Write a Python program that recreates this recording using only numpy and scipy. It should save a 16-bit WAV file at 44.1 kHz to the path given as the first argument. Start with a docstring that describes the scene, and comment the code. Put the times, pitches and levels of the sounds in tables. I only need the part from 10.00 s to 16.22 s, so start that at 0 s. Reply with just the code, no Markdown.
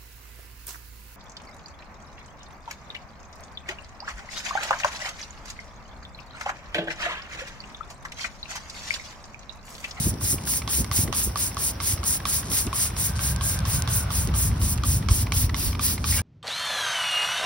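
"""Outdoors on dry grass, microphone close: a trigger spray bottle squirts a car wheel about four times a second.
From the start the hiss swells with the finger's pressure, over air, wind puffs, low thumps and a far rumble.
Each later squeeze adds a plastic clack and a few spat drops; small rattles follow as the trigger returns.
Around three and a half seconds tyres sing faintly far off; the rumble, likely a distant vehicle, grows and surges.
At the end the hand rubs squeakily on the bottle. Noise makes hiss and wind, decaying sines ring the plastic."""
import sys
import numpy as np
from scipy import signal
from scipy.fft import rfft, irfft, next_fast_len
from scipy.io import wavfile

SR = 44100
rng = np.random.default_rng(int(sys.argv[2]) if len(sys.argv) > 2 else 0)


def inscribe(sig):
    """Save sig as 16-bit PCM at rate SR to the path in sys.argv[1].

    A 1-D sig is mono; a 2-D sig holds one channel per row.
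    Samples are clipped to [-1, 1] before scaling.
    """
    pcm = np.round(np.clip(np.atleast_2d(sig).T, -1, 1) * 32767)
    wavfile.write(sys.argv[1], SR, pcm.astype(np.int16))


N = 274213
SIZE = next_fast_len(N, real=True)
TIME = np.arange(N) / SR
FREQ = np.arange(SIZE // 2 + 1) * SR / SIZE


def from_db(db):
    """Decibels to gain."""
    return 10 ** (np.asarray(db) / 20)


def rms_one(x):
    """Scale to unit rms."""
    return x / np.sqrt(np.mean(x ** 2) + 1e-20)


def in_time(rows):
    """Each column of a curve, at every sample."""
    s, *columns = np.transpose(rows)
    return [np.interp(TIME, s, column) for column in columns]


def over_freq(points):
    """A table joined on a log-frequency axis."""
    hz, value = np.transpose(points)
    return np.interp(np.log(FREQ + 1), np.log(hz), value)


def filtered(x, response):
    """Apply a gain given at every frequency."""
    return irfft(rfft(x, SIZE) * response, SIZE)[..., :N]


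def band(x, low_hz, high_hz):
    """The part of a sound between two soft edges; neighbouring bands add up to the whole."""
    below_high = 1 / (1 + (FREQ / high_hz) ** 12)
    below_low = 1 / (1 + (FREQ / low_hz) ** 12)
    return filtered(x, below_high - below_low)


def drift(rate_hz):
    """Smooth random wandering of rms 1."""
    return rms_one(filtered(rng.standard_normal(N), 1 / (1 + (FREQ / rate_hz) ** 2)))


def noise(spectrum, likeness, grain_db=0):
    """Coloured stereo noise of rms 1; grain makes it a stream of unequal tiny impacts."""
    sizes = from_db(grain_db * np.minimum(rng.exponential(1, N), 6))
    mid, side = rfft(rng.standard_normal((2, N)) * sizes, SIZE)
    alike = np.clip(over_freq(likeness), -1, 1)
    pair = np.sqrt(1 + alike) * mid + np.sqrt(1 - alike) * side * [[1], [-1]]
    low_hz, high_hz = spectrum[0][0], spectrum[-1][0]
    edges = np.minimum(FREQ / low_hz, 1) ** 3 / np.maximum(FREQ / high_hz, 1) ** 3
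    colour = from_db(over_freq(spectrum))
    return rms_one(irfft(pair * edges * colour, SIZE)[:, :N])


def swells(rows):
    """A bell-shaped gain for each short event."""
    return sum(from_db(db) * np.exp(-2 * ((TIME - s) / length_s) ** 2) for s, length_s, db in rows)


def step(t, rise_s):
    """A smooth step from 0 to 1, halfway at time zero."""
    return .5 + .5 * np.tanh(t / (2 * rise_s))


def taps(times, level_db):
    """One impulse per contact."""
    out = np.zeros(N)
    out[np.round(times * SR).astype(int)] = from_db(level_db)
    return out


def dying(hits, t60, rise_s=0.00016):
    """Each impulse starts a quick rise and an exponential decay."""
    rise = np.exp(-1 / (rise_s * SR))
    decay = from_db(-60 / (t60 * SR))
    return signal.lfilter([1 - rise], np.convolve([1, -rise], [1, -decay]), hits + 1e-18)


# sound from the bottle reaches the left port first: pitch_hz, lead_rad
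BOTTLE_PHASE = [(0,0),(2300,0),(3100,2),(4300,1.2),(5500,.8),(6400,2.7),(7200,3.14),(8100,3.4),(9800,6.2),(11400,6.5),(12700,9.35),(14300,9.5),(15300,11.7),(16500,12.4)]


def from_bottle(pair):
    """The two microphone ports hear the bottle's treble out of step."""
    phase = np.interp(FREQ, *np.transpose(BOTTLE_PHASE))
    return np.array([filtered(pair[0], np.exp(1j * phase)), pair[1]])


# every squirt: the valve opens, the pressure arches with the finger, the valve shuts, a thin mist dies away
VALVE_LEAD_S, VALVE_S, BUILD_S, HALF_FLOW_INSET_S = 0.013, 0.0024, 0.0095, 0.006
ARCH_DB, MIST_DB, MIST_FALL_DB_PER_S = 2.5, -21.5, 130


def squirt(start_s, length_s, shut_s, lean_db):
    """The valve cracks open, the jet builds, leans with the finger and collapses into mist."""
    t = TIME - start_s
    opened = step(t + VALVE_LEAD_S, VALVE_S) * step(t - HALF_FLOW_INSET_S, BUILD_S)
    shut = step(t - length_s + HALF_FLOW_INSET_S, shut_s)
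    travel = np.clip(2 * t / length_s - 1, -1, 1)
    pressure = from_db(lean_db * travel - ARCH_DB * travel ** 2)
    mist = from_db(MIST_DB - MIST_FALL_DB_PER_S * np.maximum(t - length_s, 0))
    return opened * ((1 - shut) * pressure + shut * mist)


def off_the_wheel(pair, echo_db=-9, delay_s=0.0026, sway_s=0.00051, sway_hz=2.34):
    """The wheel echoes the hiss; the path wanders at random as the hand moves, so the colour shifts."""
    earlier = TIME - delay_s - sway_s * drift(sway_hz)
    echo = np.array([np.interp(earlier, TIME, side) for side in pair])
    return pair + from_db(echo_db) * echo


# squeezes of the trigger, levels before each layer's own gain:
# clack_s, jet_delay_s (after the clack), jet_length_s, collapse_s, hiss_db, lean_db (towards the end),
# body_db (hollow bottle), crack_db (sharp crack), body_hz, crack_hz
STROKES = [(-0.045, 0.00016, 0.16, 0.0053, -26, -0.5, -19.5, -30, 1125, 2200),
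           (0.2115, 0.003, 0.14, 0.0085, -24, 2, -37, -46, 1125, 1490),
           (0.4735, -0.0082, 0.13, 0.0093, -23.5, 0, -38, -36.5, 1380, 1740),
           (0.6768, 0.02, 0.13, 0.0062, -22.5, -2.5, -27.5, -30.5, 1120, 2170),
           (0.9141, 0.014, 0.12, 0.0059, -21.5, -1, -23.5, -29.5, 1145, 2120),
           (1.127, 0.022, 0.13, 0.01, -22.5, -3, -26.5, -27.5, 1124, 2050),
           (1.358, 0.019, 0.12, 0.011, -24, -4, -21.5, -32.5, 1140, 1820),
           (1.569, 0.019, 0.13, 0.0045, -25, -0.5, -25.5, -34, 1120, 2000),
           (1.802, 0.018, 0.12, 0.011, -23, 2, -26.5, -32.5, 1115, 2070),
           (2.032, 0.02, 0.13, 0.0029, -23.5, -2, -29.5, -37, 1140, 2200),
           (2.254, 0.013, 0.14, 0.0096, -23.5, 1, -23.5, -29, 1124, 2430),
           (2.5162, -0.0098, 0.12, 0.015, -20.5, 2.5, -40, -33.5, 1220, 2070),
           (2.729, 0.018, 0.14, 0.008, -22.5, -1, -22.5, -33.5, 1110, 2400),
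           (2.967, 0.0047, 0.11, 0.016, -23, 3.5, -46, -37, 1120, 2180),
           (3.192, 0.015, 0.13, 0.0068, -26, -1, -30.5, -33, 1115, 2210),
           (3.41, 0.012, 0.14, 0.01, -26, 1, -28.5, -35, 1090, 2480),
           (3.653, 0.013, 0.13, 0.01, -26.5, 1, -28, -31.5, 1130, 2420),
           (3.876, 0.017, 0.12, 0.015, -24.5, 1, -29, -31, 1160, 2280),
           (4.105, 0.005, 0.098, 0.023, -24.5, 7.5, -28.5, -32.5, 1180, 2590),
           (4.3402, 0.017, 0.14, 0.0073, -24.5, -2.5, -28.5, -33.5, 1180, 2320),
           (4.616, -0.0098, 0.14, 0.0056, -25.5, 0.5, -33, -37, 1130, 2040),
           (4.836, 0.016, 0.14, 0.0083, -26, -1.5, -24, -33, 1160, 2410),
           (5.087, 0.015, 0.14, 0.0043, -27, -1.5, -25, -30, 1103, 2200),
           (5.321, 0.02, 0.13, 0.0032, -29, -4, -27, -29.5, 1140, 2230),
           (5.5443, 0.02, 0.14, 0.015, -29.5, 1.5, -29, -32.5, 1120, 2180),
           (5.794, 0.024, 0.14, 0.0081, -26, -3.5, -23, -34, 1170, 2370),
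           (6.042, 0.014, 0.14, 0.012, -24.5, 1.5, -27.5, -30.5, 1150, 2460)]
# colour of the nozzle hiss: pitch_hz, density_db (per Hz)
JET = [(700,-30),(1500,-20),(2800,-15),(4000,-11),(5000,-6.8),(6200,-4.6),(6700,-2.5),(7300,-3.7),(8300,-1),(9200,0),(10000,-1.8),(11000,-4.7),(12500,-3.7),(14300,-4.8),(15600,-3)]
# stereo likeness of the hiss: pitch_hz, left_right_likeness
JET_LIKENESS = [(2000,.7),(3500,.3),(4700,.4),(6000,.75),(7000,.98),(7800,.98),(8800,.8),(10500,.92),(12000,.8),(13000,.98),(14200,.98),(15500,.75)]
# the hiss changes colour as the nozzle is aimed about: time_s, lower_hiss_db, top_sizzle_db
AIM = [(0,-3,-0.5), (2.2,-1.5,-1.5), (3.6,-1.5,-1), (4.3,-5.5,-0.5), (5.1,0,-1), (5.4,6.5,6), (6.2,3,-0.5)]
# coarse blobs of foam splatter on the rim and the tyre: time_s, level_db (within the flow)
SPLATTER = [(0,-19), (0.6,-26), (1.3,-24.5), (2.2,-22.5), (3.3,-18.5), (4.2,-19), (5.1,-28), (5.4,-28),
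            (6.2,-34)]
# colour of the splatter: pitch_hz, density_db (per Hz)
SPLATTER_COLOUR = [(1800,-1.5), (2700,-3), (3400,-5), (3850,4), (4400,-7)]
# colour of drops landing on the wheel: pitch_hz, density_db (per Hz)
SPLASH = [(500,-11),(1100,25.5),(2300,16.5),(4000,19.5),(5700,35.5),(7500,-29),(10000,15),(16000,-9)]
# stereo likeness of open air, shared by splashes and the far road: pitch_hz, left_right_likeness
AIR_LIKENESS = [(60,1),(200,0.99),(400,0.8),(700,0.033),(1200,0.19),(1900,0.84),(3000,0.0097),(16000,0.04)]


def spray(jet_db=1, flutter_db=0.35, splutter_db=1.85, splash_db=-21, flight_s=0.0047, splash_growth=0.32):
    """Pressure drives a hiss that splutters as the jet breaks up; drops patter on the wheel a moment later."""
    flow = sum(from_db(hiss_db) * squirt(s + delay_s, length_s, shut_s, lean_db)
               for s, delay_s, length_s, shut_s, hiss_db, lean_db, *_ in STROKES)
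    hiss = off_the_wheel(from_bottle(noise(JET, JET_LIKENESS, grain_db=1.5)))
    lower_db, top_db = in_time(AIM)
    parts = [(1, 5500, lower_db), (5500, 11000, 0), (11000, SR, top_db)]
    # each band splutters on its own
    hiss = sum(band(hiss, low_hz, high_hz) * from_db(db + splutter_db * drift(25))
               for low_hz, high_hz, db in parts)
    jet = flow * from_db(jet_db + flutter_db * drift(200)) * hiss

    splatter_db, = in_time(SPLATTER)
    splatter_gain = from_db(splatter_db + 1.15 * drift(69))
    splatter = flow * splatter_gain * noise(SPLATTER_COLOUR, AIR_LIKENESS, grain_db=6.5)

    # the pattering follows the flow late, with its swells flattened
    landing = np.interp(TIME - flight_s, TIME, flow / flow.max()) ** splash_growth * flow.max()
    clumps = from_db(1.7 * drift(31))   # foam arrives in uneven blobs
    patter = from_db(splash_db) * landing * clumps * noise(SPLASH, AIR_LIKENESS, grain_db=6.5)
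    return jet + splatter + patter


ENGINE_HZ, ENGINE_DB = 66.2, -7.5   # mean firing tone; mean level against the deep rumble


def engine_hum(waver_hz=1.58, waver_rate=4, throb_db=2, throb_rate=7):
    """The firing tone of the engine, unsteady in pitch and strength."""
    turn = 2 * np.pi * np.cumsum(ENGINE_HZ + waver_hz * drift(waver_rate)) / SR
    return from_db(ENGINE_DB + throb_db * drift(throb_rate)) * rms_one(np.sin(turn))


# tyres sing on the far road, their pitch rising a little and then sinking: time_s, pitch_hz, level_db
TYRE_SONG = [(2.85,1540,-70), (3.12,1535,-48), (3.27,1590,-47.5), (3.53,1602,-44.5), (3.68,1585,-51.5),
             (3.88,1490,-46.5), (4.2,1470,-55), (4.7,1406,-67)]


def tyre_song(width_hz=60, waver_hz=20, waver_db=2, waver_rate=9):
    """A narrow band of noise that follows the pitch of the tread and wavers on its way through the air."""
    hz, level_db = in_time(TYRE_SONG)
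    turn = 2 * np.pi * np.cumsum(hz + waver_hz * drift(waver_rate)) / SR
    gain = from_db(level_db + waver_db * drift(waver_rate))
    return gain * (drift(width_hz) * np.cos(turn) + drift(width_hz) * np.sin(turn))


# the distant vehicle draws near, levels before the trims below: time_s, deep_db, upper_db, growl_db
APPROACH = [(0,-36.5,-38,-31.5), (1.6,-36.5,-40.5,-37), (2.5,-34,-38.5,-36.5), (2.75,-36,-41,-44),
            (2.92,-31.5,-35,-46), (3.2,-29,-29.5,-43), (3.8,-29,-27.5,-40), (4.05,-29,-30.5,-35.5),
            (4.6,-24.5,-29,-27.5), (5.3,-25.5,-30,-29), (5.7,-27.5,-35,-27), (6.22,-27,-34.5,-32.5)]
# colour of the deep rumble, and of the thud in the low swells: pitch_hz, density_db (per Hz)
DEEP = [(22,-36),(32,-25),(45,-5),(57,0),(66,1),(76,-0.5),(100,0),(125,-11.5)]
# colour of the upper rumble and growl: pitch_hz, density_db (per Hz)
UPPER = [(80,-2.5),(115,1),(170,-5.5),(240,-10.5),(340,-22.5),(600,-34.5)]
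# far road hiss: time_s, level_db
ROAD = [(0,-52),(2.8,-43.5),(3.2,-42.5),(3.6,-40),(4.1,-40),(4.6,-43.5),(6.2,-53.5)]
# colour of the road hiss: pitch_hz, density_db (per Hz)
ROAD_COLOUR = [(450,2),(650,7),(850,3.5),(970,7),(1150,8),(1360,3),(1480,5),(1800,-1.5),(2600,-2.5),(4000,-4.5)]
RUMBLE_SWAY_DB, RUMBLE_SWAY_HZ = 1.45, 31   # the rumble rises and sinks at random


def vehicle(deep_db=-1.35, upper_db=-1.0, split_hz=210):
    """Engine rumble whose bands swell on their own curves, with a faint hiss and whine of tyres, far off."""
    deep, upper, growl = (level + RUMBLE_SWAY_DB * drift(RUMBLE_SWAY_HZ) for level in in_time(APPROACH))
    road_db, = in_time(ROAD)
    body = from_db(upper_db) * noise(UPPER, AIR_LIKENESS)
    body = from_db(upper) * band(body, 1, split_hz) + from_db(growl) * band(body, split_hz, SR)
    rumble = from_db(deep + deep_db) * (noise(DEEP, AIR_LIKENESS) + engine_hum()) + body
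    road = from_db(road_db) * noise(ROAD_COLOUR, AIR_LIKENESS)
    return rumble + road + tyre_song()


# colour of the open air: pitch_hz, density_db (per Hz)
AIR = [(100,8),(300,4.5),(500,-0.5),(700,0.5),(950,2.5),(1400,-7.5),(2000,-9),(3500,-14),(7000,-41),(16000,-19)]
# short low swells, wind puffs early and surges of the rumble later: centre_s, length_s, flutter_db, thud_db
LOW_SWELLS = [(0.071,0.033,-29.5,-23), (0.133,0.029,-32,-25.5), (0.24,0.02,-38,-28),
              (0.336,0.016,-29.5,-28), (0.807,0.04,-30.5,-30), (1,0.02,-29.5,-24), (1.054,0.026,-27.5,-39),
              (1.097,0.022,-26.5,-48), (1.278,0.034,-33,-28.5), (2.511,0.033,-32.5,-42),
              (2.671,0.024,-29.5,-33), (3.765,0.026,-38,-22), (4.2,0.071,-44,-25), (4.288,0.03,-29,-40),
              (4.485,0.056,-40,-23), (4.628,0.032,-36,-26), (5.12,0.04,-34,-24), (5.669,0.025,-42,-20)]
# colour of the flutter: pitch_hz, density_db (per Hz)
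FLUTTER_COLOUR = [(45,3),(130,3),(200,5),(330,-4),(470,-8.5),(800,-23)]
# stereo likeness of the low swells: pitch_hz, left_right_likeness
SWELL_LIKENESS = [(40,1),(150,0.87),(500,0.96)]


def outdoors(air_db=-42):
    """Steady air, and short low swells of noise: wind puffs early, surges of the rumble later."""
    air = from_db(air_db) * noise(AIR, AIR_LIKENESS)
    flutter_gain = swells([(s, length_s, db) for s, length_s, db, _ in LOW_SWELLS])
    thud_gain = swells([(s, length_s, db) for s, length_s, _, db in LOW_SWELLS])
    flutter = flutter_gain * noise(FLUTTER_COLOUR, SWELL_LIKENESS)
    thud = thud_gain * noise(DEEP, SWELL_LIKENESS)
    return air + flutter + thud


# short low thumps: jolts at the microphone, the clack's recoil, and late heaves of the rumble:
# centre_s, pitch_hz, peak_db
THUMPS = [(.0065,147,-18), (0.042,130,-21.5), (0.0706,174,-12.5), (0.0759,200,-19.5), (0.09,79.4,-17.5),
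          (0.1411,260,-25.5), (0.156,280,-27), (0.2297,110,-24.5), (.241,190,-26), (0.329,110,-28),
          (0.3444,260,-21), (0.359,80,-23), (0.7868,169,-22), (0.805,119,-21), (0.916,87.5,-19.5),
          (0.9908,217,-18), (1.037,129,-18.5), (1.0845,300,-23), (1.1027,220,-20.5), (1.276,298,-22.5),
          (1.938,85,-18), (2.6714,248,-22), (4.636,100,-30), (5.115,65,-10), (5.371,78,-11), (5.446,68,-12)]


def thumps():
    """Each thump is a single low pulse with a smaller swing the other way on either side."""
    out = np.zeros(N)
    for s, hz, db in THUMPS:
        u = (np.pi * hz * (TIME - s)) ** 2
        out -= from_db(db) * (1 - 2 * u) * np.exp(-np.minimum(u, 50))
    return out


# single bright ticks of drops, between and during squirts: start_s, level_db
DROPS = [(0.139,-30),(0.209,-32),(.473,-33),(0.845,-29),(0.924,-28),(1.131,-30),(1.545,-31),(2.039,-23.5),(2.668,-23),(3.362,-26),(3.59,-23),(3.603,-26),(3.822,-25.5),(4.273,-24),(4.777,-28),(5.111,-24),(5.3212,-26),(5.335,-28)]
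# wisps that leak ahead of a squirt: centre_s, length_s, level_db
WISPS = [(.428,0.044,-41.5),(2.475,0.052,-39.5),(3.172,0.026,-36),(4.575,0.037,-46.5),(6.02,0.038,-42)]
# colour of drops and wisps: pitch_hz, density_db (per Hz)
DRIBBLE = [(1200,-6),(2500,4),(5000,13),(9500,11.5),(15000,-8)]


def dribble(drop_t60=0.012, rough_db=3):
    """Single drops tick brightly, and ragged wisps leak from the nozzle as the finger takes up the slack."""
    s, db = np.transpose(DROPS)
    drops = dying(taps(s, db), drop_t60)
    wisps = swells(WISPS) * from_db(rough_db * drift(150))
    return (drops + wisps) * from_bottle(noise(DRIBBLE, JET_LIKENESS, grain_db=6.0))


def clacks():
    """Time, body level, crack level, body pitch and crack pitch of the squeezes after time zero."""
    columns = np.transpose([row for row in STROKES if row[0] > 0])
    return columns[0], *columns[-4:]


def ringing(table, times, levels, pitches, detune, build_cycles):
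    """Each contact rings the modes of a part, every mode with a strength and a slight detuning of its own."""
    out, t = np.zeros(N), TIME[:SR // 12]
    ratio, mode_db, t60 = np.transpose(table)[:, :, None]
    for s, db, pitch in zip(*np.broadcast_arrays(times, levels, pitches)):
        strength_db, bend = rng.standard_normal((2, *ratio.shape))
        hz = pitch * ratio * np.exp(detune * bend)
        envelope = from_db(db + mode_db + strength_db - 60 * t / t60)
        build = 1 - np.exp(-t * hz / build_cycles)
        modes = envelope * build * np.sin(2 * np.pi * hz * t)
        at = round(s * SR)
        out[at:at + len(t)] += modes.sum(axis=0)[:N - at]
    return out


# colour of the snap of hard plastic: pitch_hz, density_db (per Hz)
SNAP = [(850,6),(1200,9),(1800,0),(2300,-0.5),(3200,7.5),(4500,5),(6500,1),(9000,-4),(16000,-19)]
# stereo likeness of the bottle's knocks: pitch_hz, left_right_likeness
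SNAP_LIKENESS = [(1000,0.64),(2100,0.64),(3200,0.053),(5000,0.38),(9000,1)]


def snap(hits, t60, rattle_db, rattle_t60):
    """The dry crack of hard plastic, with a faint rattle after it."""
    envelope = dying(hits, t60) + from_db(rattle_db) * dying(hits, rattle_t60)
    return envelope * from_bottle(noise(SNAP, SNAP_LIKENESS))


# modes of the hollow bottle: multiple of the lowest pitch, level_db, t60_s
BOTTLE = [(1,-1,.032),(1.11,-7.5,0.017)]
# modes of the spray head: multiple of the lowest pitch, level_db, t60_s
HEAD = [(1,3.5,.014),(1.14,-3,.012),(1.36,-4.5,.012),(1.95,-3,.009)]
# how freely the grip lets the spray head ring at a squeeze: time_s, gain_db
HEAD_RING = [(0,9), (1.2,-2.5), (2.2,5), (4.4,-8), (5.3,11.5), (6.2,6.5)]


def squeezes(body_gain_db=6.0, body_lag_s=0.00036, snap_db=10, slip_s=0.0011, slip_db=-11):
    """The trigger slips, then hits its stop: a dry snap, a crack of the spray head, a knock of the bottle."""
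    s, body_db, crack_db, body_hz, crack_hz = clacks()
    head_db = crack_db + np.interp(s, *np.transpose(HEAD_RING))
    hits = taps(s, crack_db + snap_db) + taps(s - slip_s, crack_db + snap_db + slip_db)
    dry_snap = snap(hits, t60=0.005, rattle_db=-15.5, rattle_t60=0.29)
    crack = ringing(HEAD, s, head_db, crack_hz, detune=0.037, build_cycles=1)
    knock = ringing(BOTTLE, s + body_lag_s, body_db + body_gain_db, body_hz, detune=.012, build_cycles=1.1)
    return dry_snap + crack + knock


# the trigger springs back or rattles in its seat: time_s, level_db (before each layer's gain), crack_hz
RETURNS = [(0.382, -31, 2400), (0.5348, -31, 2160), (0.619, -28, 2090), (0.845, -28.5, 2100),
           (1.0763, -27.5, 2100), (1.295, -35, 2100), (1.516, -36, 2090), (1.976, -30, 2120),
           (2.1996, -29, 1700), (2.43, -29, 1790), (2.6715, -29.5, 2760), (2.903, -31.5, 1950),
           (4.2875, -29.5, 2000), (4.5145, -33, 2080), (4.781, -28.5, 2240), (5.0255, -29.5, 1900),
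           (5.267, -26, 2090), (5.494, -24, 2020), (5.7287, -27.5, 2260), (5.75, -28, 2500),
           (5.978, -25.5, 2030)]
# the contacts of one return: their spacing, loss, unevenness and scatter in pitch (natural log)
CHATTER_GAP_S, CHATTER_LOSS_DB, CHATTER_UNEVEN_DB, CHATTER_DETUNE = .0017, 3, 4, .07
RETURN_BODY_HZ = 1142   # before the scatter in pitch


def returns(body_db=-6, head_db=-2.5, snap_db=-7, count=4):
    """The trigger chatters home in a few tiny contacts, so it rattles rather than rings."""
    s, db, hz = np.transpose(RETURNS)[:, :, None]
    late, weak = rng.random((len(s), 2, count)).transpose(1, 0, 2)
    contact = np.arange(count) - 1   # the second contact is the main one
    times = (s + CHATTER_GAP_S * (contact + late)).ravel()
    levels = (db - CHATTER_UNEVEN_DB * weak - CHATTER_LOSS_DB * abs(contact)).ravel()
    dry_snap = snap(taps(times, levels + snap_db), t60=0.0039, rattle_db=-15, rattle_t60=0.054)
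    head = ringing(HEAD, times, levels + head_db, np.repeat(hz, count), CHATTER_DETUNE, build_cycles=1)
    body = ringing(BOTTLE, times, levels + body_db, RETURN_BODY_HZ, detune=0.065, build_cycles=0.56)
    return dry_snap + head + body


def trigger(right_db=1.05):
    """A firm clack at each squeeze and a lighter rattle at each return, a little to the right."""
    return (squeezes() + returns()) * from_db([[-right_db], [right_db]])


def spits(level_db=-4, spread_db=3, t60=0.013, count=3):
    """Just after each clack a few first drops of random size spit from the opening nozzle."""
    s, _, crack_db, _, _ = np.array(clacks())[:, :, None]
    delay, size = rng.random((len(s), 2, count)).transpose(1, 0, 2)
    times = s + 0.0048 + 0.017 * delay
    levels = crack_db + level_db - spread_db * np.log(size + 0.042)
    hits = taps(times.ravel(), levels.ravel())
    return dying(hits, t60) * from_bottle(noise(SPLASH, SNAP_LIKENESS))


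# the hand rubs squeakily on the bottle: centre_s, length_s, level_db, pitch_hz
RUBS = [(6.128,.009,-24,2050),(6.145,.009,-23,2250),(6.168,.014,-30,1900),(6.194,.02,-28,1640),(6.19,.018,-28,2300),(6.185,.022,-32,2800)]


def rubs(slips_per_s=300, ring_t60=.014, uneven_db=1.5, scuff_db=-11):
    """The hand sticks and slips on the bottle; every slip rings the plastic and scuffs it."""
    out, all_slips = np.zeros(N), np.zeros(N)
    # the slip rate wanders around its middle value
    turns = np.floor(np.cumsum(slips_per_s * from_db(3 * drift(150))) / SR)
    slips = np.diff(turns, prepend=0) * from_db(uneven_db * rng.standard_normal(N))
    decay = from_db(-60 / (ring_t60 * SR))
    for s, length_s, db, hz in RUBS:
        hits = slips * swells([(s, length_s, db)])
        w = 2 * np.pi * hz / SR
        out += signal.lfilter([0, np.sin(w)], [1, -2 * decay * np.cos(w), decay * decay], hits + 1e-18)
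        all_slips += hits
    scuff = dying(all_slips, ring_t60 / 2) * noise(SNAP, SNAP_LIKENESS)
    return out + from_db(scuff_db) * scuff


def scene():
    """The bottle close by, the surroundings behind it."""
    surroundings = vehicle() + outdoors()
    bottle = spray() + dribble() + trigger() + spits() + rubs()
    return bottle + thumps() + surroundings


LOW_CUT_HZ, CUTOFF_HZ = 28.6, 15780


def record(dry):
    """The microphone drops the deepest bass, and a steep low-pass closes the top."""
    low_cut = signal.butter(4, LOW_CUT_HZ, "high", fs=SR, output="sos")
    dry = signal.sosfilt(low_cut, dry)
    return filtered(dry, 1 / np.sqrt(1 + (FREQ / CUTOFF_HZ) ** 300))


dry = scene()
out = record(dry)
inscribe(out)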